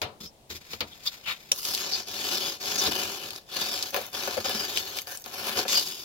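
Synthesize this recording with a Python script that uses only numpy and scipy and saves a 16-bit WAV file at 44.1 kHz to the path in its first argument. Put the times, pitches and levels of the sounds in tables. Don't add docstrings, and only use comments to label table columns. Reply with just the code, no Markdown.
import sys
import numpy as np
from scipy import signal
from scipy.fft import rfft, irfft, next_fast_len
from scipy.io import wavfile
from scipy.ndimage import uniform_filter1d, map_coordinates

SR = 44100
rng = np.random.default_rng(int(sys.argv[2]) if len(sys.argv) > 2 else 0)


def persist_wave(psi):
    counts = np.round(np.clip(psi, -1, 1) * 32767).astype(np.int16)
    wavfile.write(sys.argv[1], SR, np.atleast_2d(counts).T)


N = 266540

# frequency in Hz, level there in dB.
AIR_TONE = [(15, -16), (25, -8.5), (149, -4), (190, -7.5), (344, -8.5), (734, -7.5), (1400, -26),
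            (3430, -21.5), (16000, -31)]
GRIT_TONE = [(1000, -18), (2500, -13.5), (3300, 0), (4700, 1.5), (6000, -5), (7200, -8), (8300, -22.5),
             (12000, -10), (16000, -14)]
SOLE_TONE = [(300, -21.5), (700, -8.5), (1300, -3), (2200, 1), (3100, 2.5), (4300, 2), (8000, -31.5)]
THUD_TONE = [(30, -29), (65, -3), (100, 2.5), (150, -4), (220, -6), (400, -9.5), (750, -24), (1300, -13.5),
             (4000, -65)]
PATTER_TONE = [(500, -20), (1800, -3), (4000, -11), (6500, 1), (8300, -15), (12000, 1), (16000, 1)]
CLICK_TONE = [(500, -38), (1500, -18), (3300, 3), (6000, -4.5), (8300, -14.5), (12500, -2), (16000, 0)]
HIVE_TONE = [(30, -53), (70, -20), (96, 4), (132, -10), (205, -2.5), (250, -0.5), (310, 0), (350, 0),
             (396, 5), (460, -4.5), (900, -34)]
DUST_TONE = [(5000, -31), (8300, -17.5), (10200, -4), (12200, -2.5), (15800, -3.5)]
CRUMB_TONE = [(300, -24.5), (1000, -2), (2200, -1.5), (3000, 5), (4700, 6.5), (5500, 3.5), (6900, 5),
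              (8200, -11.5), (10000, -36), (16000, -46)]
# pitch in Hz, width in Hz, level in dB.
STICK_MODES = [(2660, 570, -7), (3580, 340, 3), (5670, 190, 9.5), (6350, 210, 5), (7040, 390, 2),
               (9270, 720, -2.5), (12800, 2600, -7.5)]
BOARD_MODES = [(552.4, 36.6, 0.5), (680, 39, -2.5), (766, 74, 0), (1083, 370, -9.5), (1454, 200, -5.5),
               (1693, 89, -2), (2570, 620, -8.5)]
LIP_MODES = [(2960, 94, -4), (3410, 210, -8), (3623, 26, -2), (4370, 100, -13), (4743, 150, -5),
             (5520, 210, -6)]
# frequency in Hz, seconds to fade by 60 dB.
YARD_DECAY = [(100, 0.15), (1000, 0.048), (15000, 0.073)]
# frequency in Hz, gain in dB of what differs between the sides.
STEREO_WIDTH = [(40, 1), (100, -13), (450, -8), (800, -5), (1100, 1.5), (4000, -0.5), (8500, 1)]
# frequency in Hz, gain of left over right in dB.
LEFT_LEAN = [(60, 1), (300, 1.7), (1000, 3), (3000, 4.6), (4600, 4.4), (6300, .5), (7700, 3), (10500, 2.6),
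             (13000, -.5)]
# start, length and rise time in seconds, then grit, sole and weight in dB.
SCUFFS = [(0.201, 0.06, .003, -47.5, -63, -49), (0.489, 0.077, 0.015, -43.5, -48.5, -47.5),
          (0.596, 0.91, 0.017, -56.5, -59, -66), (0.685, .055, 0.025, -45.5, -52, -58),
          (1.026, 0.043, 0.042, -33, -45, -90), (1.11, 0.038, 0.012, -52, -54, -81),
          (1.254, 0.072, 0.0074, -45, -34.5, -65)]
# start in seconds, level in dB, hollow clop and thud in dB relative to that,
# base fade time in seconds.
HEELS = [(0.0166, -21.5, -8, -12, 0.12), (0.203, -47, -29, -12, 0.055), (0.5018, -34.5, -15.5, -25, 0.098),
         (0.7331, -26.5, -15, -11.5, 0.029), (0.8063, -18.5, -15.5, -12.5, 0.061)]
# start in seconds, length in seconds, level in dB.
SPILLS = [(3.727, 0.365, -48), (4.5, 0.527, -46), (5.02, 0.25, -51.5)]
# loudest moment in seconds, level in dB, pitch in Hz, half length in seconds.
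SQUEAKS = [(0.264, -47.5, 5320, 0.024), (0.929, -51.5, 3500, 0.014), (1.075, -28.5, 3560, 0.0094),
           (1.076, -29, 4660, 0.0049), (1.283, -39.5, 2970, 0.03), (1.94, -29.5, 4700, 0.02),
           (2.796, -28, 5900, 0.0083), (2.868, -25, 4050, 0.0074), (2.887, -44, 97.5, 0.024),
           (2.885, -31.5, 265, 0.0085), (4.555, -35, 225, 0.0065), (3.982, -37.5, 545, 0.024),
           (4.38, -30, 560, 0.008), (5.114, -46.5, 1640, 0.039), (5.605, -43.5, 1610, 0.018),
           (5.719, -46, 2930, 0.014), (5.769, -26.5, 4710, 0.031)]
# start in seconds, peak level in dB.
SNAPS = [(1.651, -15.5), (1.7377, -25), (1.7485, -15.5), (1.777, -21.5), (2.658, -21), (2.788, -24),
         (3.0344, -21.5), (3.3059, -26), (3.361, -28.5), (3.776, -24), (3.826, -17), (4.7733, -14.5),
         (4.783, -25.5), (4.987, -18), (5.173, -28), (5.241, -32), (5.681, -17.5), (5.7735, -18.5),
         (5.796, -18)]
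TAPS = [(1.5182, -9)]
# start in seconds, board peak in dB, click and thump in dB relative to that.
KNOCKS = [(1.516, -31, 4, -7), (2.874, -28, -1, -2), (3.944, -22.5, 7, -30), (3.9635, -23.5, 9.5, -12.5),
          (4.132, -48, 18, -17), (4.275, -24, 2, -8), (4.377, -27, -11, 0), (4.456, -25.5, -2, -12),
          (4.495, -26, 10, -14), (5.071, -41, 10.5, -25), (5.261, -38, 15.5, -6), (5.652, -27.5, -17, -13)]
# start, length, rise time and time to the crest in seconds,
# fall on either side of the crest in dB per second, crest levels of crumb crackle, board rattle,
# dust hiss and hive box judder in dB, rasp pitch in Hz.
STROKES = [ (1.522, 0.29, 0.029, 0.15, 50, -39.5, -62, -38.5, -58, 5130),
           (1.628, 0.38, 0.032, 0.27, 24, -36, -44.5, -46, -49, 4900),
           (2.046, 0.49, 0.033, 0.29, 35.5, -32, -40.5, -39, -43, 4300),
           (2.583, 0.28, 0.034, 0.29, 47, -27.5, -34.5, -34.5, -38.5, 5300),
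           (2.882, 0.5, 0.035, 0.051, 33, -34, -39, -39.5, -41.5, 4000),
           (3.442, 0.45, 0.13, 0.17, 37.5, -32, -39.5, -40, -45, 4470),
           (3.916, 0.17, 0.019, 0.042, 92, -40, -39.5, -43.5, -49, 3750),
           (4.105, 0.3, 0.042, 0.071, 13, -37, -41, -43, -47, 4260),
           (4.43, 0.56, 0.021, 0.072, 26.5, -33, -39.5, -41, -43, 4040),
           (4.742, 0.039, .02, 0.028, 60, -32.5, -51, -43, -45, 4370),
           (4.939, 0.032, 0.041, .03, 63, -32, -40, -35, -47, 3580),
           (5.059, 0.096, 0.015, 0.034, 17, -45, -50, -43.5, -59, 4920),
           (5.225, 0.41, 0.034, 0.26, 66.5, -36, -37.5, -38.5, -44, 4040),
           (5.543, 0.056, 0.036, 0.035, 63, -28, -31.5, -35, -33.5, 4900),
           (5.654, .14, 0.046, 0.058, 34, -27, -40.5, -35, -46, 4460),
           (5.793, 0.25, 0.018, 0.022, 47, -36.5, -51, -40.5, -50, 5000), ]

SCUFF_RELEASE_S, STROKE_RELEASE_S = 0.081, 0.2
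SPILL_ATTACK_S, SPILL_RELEASE_S = 0.12, 0.13
SHELL_HZ, SHELL_SPREAD_OCTAVES = 4940, 0.3
DUST_EASING = 0.95
TOP_HZ = 15850


def amp(db):
    return 10 ** (np.asarray(db) / 20)


def unit(x):
    return x / np.sqrt(np.mean(x.mean(0) ** 2) + 1e-20)


def peaked(x):
    return x / np.abs(x.mean(0)).max()


def along(points, hz):
    freqs, values = np.transpose(points)
    return np.interp(np.log(hz + 1), np.log(freqs), values)


def filtered(x, response):
    n = x.shape[-1]
    padded = 2 * next_fast_len(n // 2 + 4096)
    return irfft(rfft(x, padded) * response(np.fft.rfftfreq(padded, 1 / SR)), padded)[..., :n]


def colour(points):
    def response(hz):
        cepstrum = irfft(np.log(amp(along(points, hz))))
        cepstrum[1:len(hz) - 1] *= 2
        cepstrum[len(hz):] = 0
        return np.exp(rfft(cepstrum))
    return response


def body(modes):
    return lambda f: sum((-1) ** k * amp(db) * 1j * f * width / (hz * hz - f * f + 1j * f * width)
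                         for k, (hz, width, db) in enumerate(modes))


def burst(t60, size=8192):
    return rng.standard_normal((2, size)) * amp(-60 * np.arange(size) / SR / t60)


def add(track, start, sound):
    part = track[:, max(round(start * SR), 0):][:, :sound.shape[1]]
    part += sound[:, :part.shape[1]]


def wobble(rate):
    return map_coordinates(rng.standard_normal(int(N * rate / SR) + 4), [np.arange(N) * rate / SR])


def steady(x, size=1800):
    power = np.mean(np.atleast_2d(x) ** 2, 0)
    return x / np.sqrt(np.abs(uniform_filter1d(uniform_filter1d(power, size), size)) + 1e-12)


def slide(start, length, attack, release, step=1):
    t = np.arange(0, N, step) / SR - start
    return np.clip(t / attack, 0, 1) ** 2 * amp(-60 * np.clip((t - length) / release, 0, 2))


def slips(rate, spread_db, clump_db, clump_rate):
    sizes = amp(spread_db * np.clip(rng.standard_normal(N), -3, 2.6) + clump_db * wobble(clump_rate))
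    return steady((rng.random(N) < rate / SR) * sizes)


def scatter(pulses, t60, shared=0.62):
    puff = amp(-60 * np.arange(2048) / SR / t60)
    level = np.sqrt(np.abs(signal.oaconvolve(pulses ** 2, puff ** 2)[:N]))
    left, right_only = rng.standard_normal((2, N))
    phases = np.append(0, rng.normal(0, 2.61, size=23))
    phase_hz = np.linspace(0, SR / 2, len(phases))
    shifted = filtered(left, lambda hz: np.exp(1j * np.interp(hz, phase_hz, phases)))
    right = shared * shifted + np.sqrt(1 - shared ** 2) * right_only
    return level * np.array([left, right])


def air():
    return amp(-59.0 + 0.25 * wobble(3.0)) * unit(filtered(rng.standard_normal((2, N)), colour(AIR_TONE)))


def yard_echo(x):
    hz, t, spectrum = signal.stft(rng.standard_normal((2, SR // 3)), SR, nperseg=256)
    fade = amp(-60 * t / along(YARD_DECAY, hz)[:, None])
    tail = signal.istft(spectrum * fade, SR, nperseg=256)[1]
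    return signal.fftconvolve(x, tail / np.linalg.norm(tail[0]), axes=1)[:, :N]


def footsteps():
    grit, sole, weight = sum(np.outer(amp(levels_db), slide(start, length, attack, SCUFF_RELEASE_S))
                             for start, length, attack, *levels_db in SCUFFS)
    sand = scatter(slips(rate=4100, spread_db=4.0, clump_db=2.5, clump_rate=97), t60=0.015)
    out = grit * unit(filtered(sand, colour(GRIT_TONE)))
    out += sole * unit(filtered(sand, colour(SOLE_TONE)))
    out += weight * unit(steady(filtered(sand, colour(THUD_TONE))))
    for start, db, clop_db, thud_db, fade in HEELS:
        crunch = peaked(filtered(burst(fade * 0.58), colour(GRIT_TONE)))
        slap = peaked(filtered(burst(fade * 1.63), colour(SOLE_TONE)))
        clop = peaked(filtered(burst(fade * 2.8), body([(498, 145, 0), (820, 230, 0)])))
        thud = peaked(filtered(burst(fade * 2.95), colour(THUD_TONE)))
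        add(out, start, amp(db) * (crunch + amp(-3) * slap + amp(clop_db) * clop + amp(thud_db) * thud))
    return out


def spills():
    flow = sum(amp(db) * slide(start, length, SPILL_ATTACK_S, SPILL_RELEASE_S)
               for start, length, db in SPILLS)
    landings = scatter(slips(rate=980, spread_db=8.0, clump_db=9, clump_rate=68), t60=0.011)
    return flow * unit(filtered(landings, colour(PATTER_TONE)))


def squeaks():
    out, t = np.zeros((2, N)), np.arange(-SR // 8, SR // 8) / SR
    for crest, db, hz, half_length in SQUEAKS:
        swell = np.exp(-(t / half_length) ** 2)
        mode = body([(hz, 50 + .11 * hz, 0)])
        ring = swell * filtered(rng.standard_normal((2, len(t))), lambda f: mode(f) ** 2)
        add(out, crest + t[0], amp(db) * unit(ring) * np.sqrt(np.mean(swell ** 2)))
    return out


def snaps():
    out = np.zeros((2, N))
    for start, db in SNAPS:
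        hz = SHELL_HZ * 2 ** rng.normal(0, SHELL_SPREAD_OCTAVES)
        crack = burst(t60=.012) + amp(-14) * burst(t60=.035)
        shell = [(hz * 0.63, 1000, -4), (hz, 1300, 0), (12500, 5000, -15)]
        add(out, start, amp(db) * peaked(filtered(crack, body(shell))))
    return out


def taps():
    out = np.zeros((2, N))
    for start, db in TAPS:
        blow = burst(t60=0.0064) + amp(-10) * burst(t60=0.014)
        add(out, start, amp(db) * peaked(filtered(blow, body(STICK_MODES))))
    return out


def knocks():
    out = np.zeros((2, N))
    for start, db, click_db, thump_db in KNOCKS:
        blow = amp(-20.5) * burst(t60=0.09)
        blow[:, 0] += 1
        ring = peaked(filtered(blow, lambda f: body(BOARD_MODES)(f) / (1 + 1j * f / 1100)))
        click = peaked(filtered(burst(t60=.008) + amp(-12) * burst(t60=.04), colour(CLICK_TONE)))
        thump = peaked(filtered(burst(t60=0.084), colour(HIVE_TONE)))
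        add(out, start, amp(db) * (ring + amp(click_db) * click + amp(thump_db) * thump))
    return out


def strokes(step=16):
    t, table = np.arange(0, N, step) / SR, np.array(STROKES)
    touch = np.array([slide(*timing, STROKE_RELEASE_S, step) for timing in table[:, :3]])
    eased_db = np.array([-fall * np.abs(t - start - crest) for start, _, _, crest, fall in table[:, :5]])
    effort = (touch * amp(eased_db)) ** 2
    brush = (touch * amp(DUST_EASING * eased_db)) ** 2
    crackle, rattle, hiss, judder = amp(table[:, 5:9].T) ** 2
    gains = np.sqrt([crackle @ effort, rattle @ effort, hiss @ brush, judder @ effort])
    pitch_hz = table[:, 9] @ effort / (effort.sum(0) + 1e-20)
    return [np.interp(np.arange(N) / SR, t, control) for control in (*gains, pitch_hz)]


def rasp(x, pitch_hz, boost_db, octaves, patchy_db):
    hz, t, spectrum = signal.stft(x, SR, nperseg=512)
    centre = np.interp(t, np.arange(N) / SR, np.clip(pitch_hz, 2500, 7000))
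    band = np.exp(-(np.log2((hz[:, None] + 1) / centre) / octaves) ** 2)
    patches = uniform_filter1d(rng.standard_normal(spectrum.shape[1:]), size=5, axis=0)
    patches = uniform_filter1d(patches, size=12, axis=1)
    gain = amp(boost_db * band + patchy_db * patches / patches.std())
    return signal.istft(spectrum * gain, SR, nperseg=512)[1][:, :N]


def scraping():
    crackle, rattle, hiss, judder, pitch_hz = strokes()
    pulses = slips(rate=2200, spread_db=1.5, clump_db=2.1, clump_rate=100)
    crush, rub, dust, shake = (scatter(pulses, t60=.008) for _ in range(4))
    crunch = unit(filtered(crush, colour(CRUMB_TONE)))
    lip_ring = amp(-5) * unit(filtered(rub, body(LIP_MODES)))
    grain = rasp(crunch + lip_ring, pitch_hz, boost_db=3.5, octaves=0.4, patchy_db=2.5)
    out = crackle * unit(steady(grain))
    out += hiss * unit(filtered(dust, colour(DUST_TONE)))
    out += rattle * unit(steady(filtered(shake, body(BOARD_MODES))))
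    boom = unit(filtered(rub, lambda f: body([(98, 30, 0)])(f) ** 2))
    out += judder * (unit(steady(filtered(shake, colour(HIVE_TONE)))) + amp(-10) * boom)
    return out * amp(1.1 * wobble(24))


def scene():
    near = scraping() + spills() + squeaks() + snaps() + taps() + knocks() + footsteps()
    return near + amp(-5.5) * yard_echo(near) + air()


def record(dry):
    mid = dry.mean(0)
    side = filtered(dry[0] - mid, lambda hz: amp(along(STEREO_WIDTH, hz)))
    pair = np.array([mid + side, mid - side])
    pair = filtered(pair, lambda hz: amp(np.outer([.5, -.5], along(LEFT_LEAN, hz))))
    return filtered(pair, lambda hz: hz < TOP_HZ)


dry = scene()
out = record(dry)
persist_wave(out)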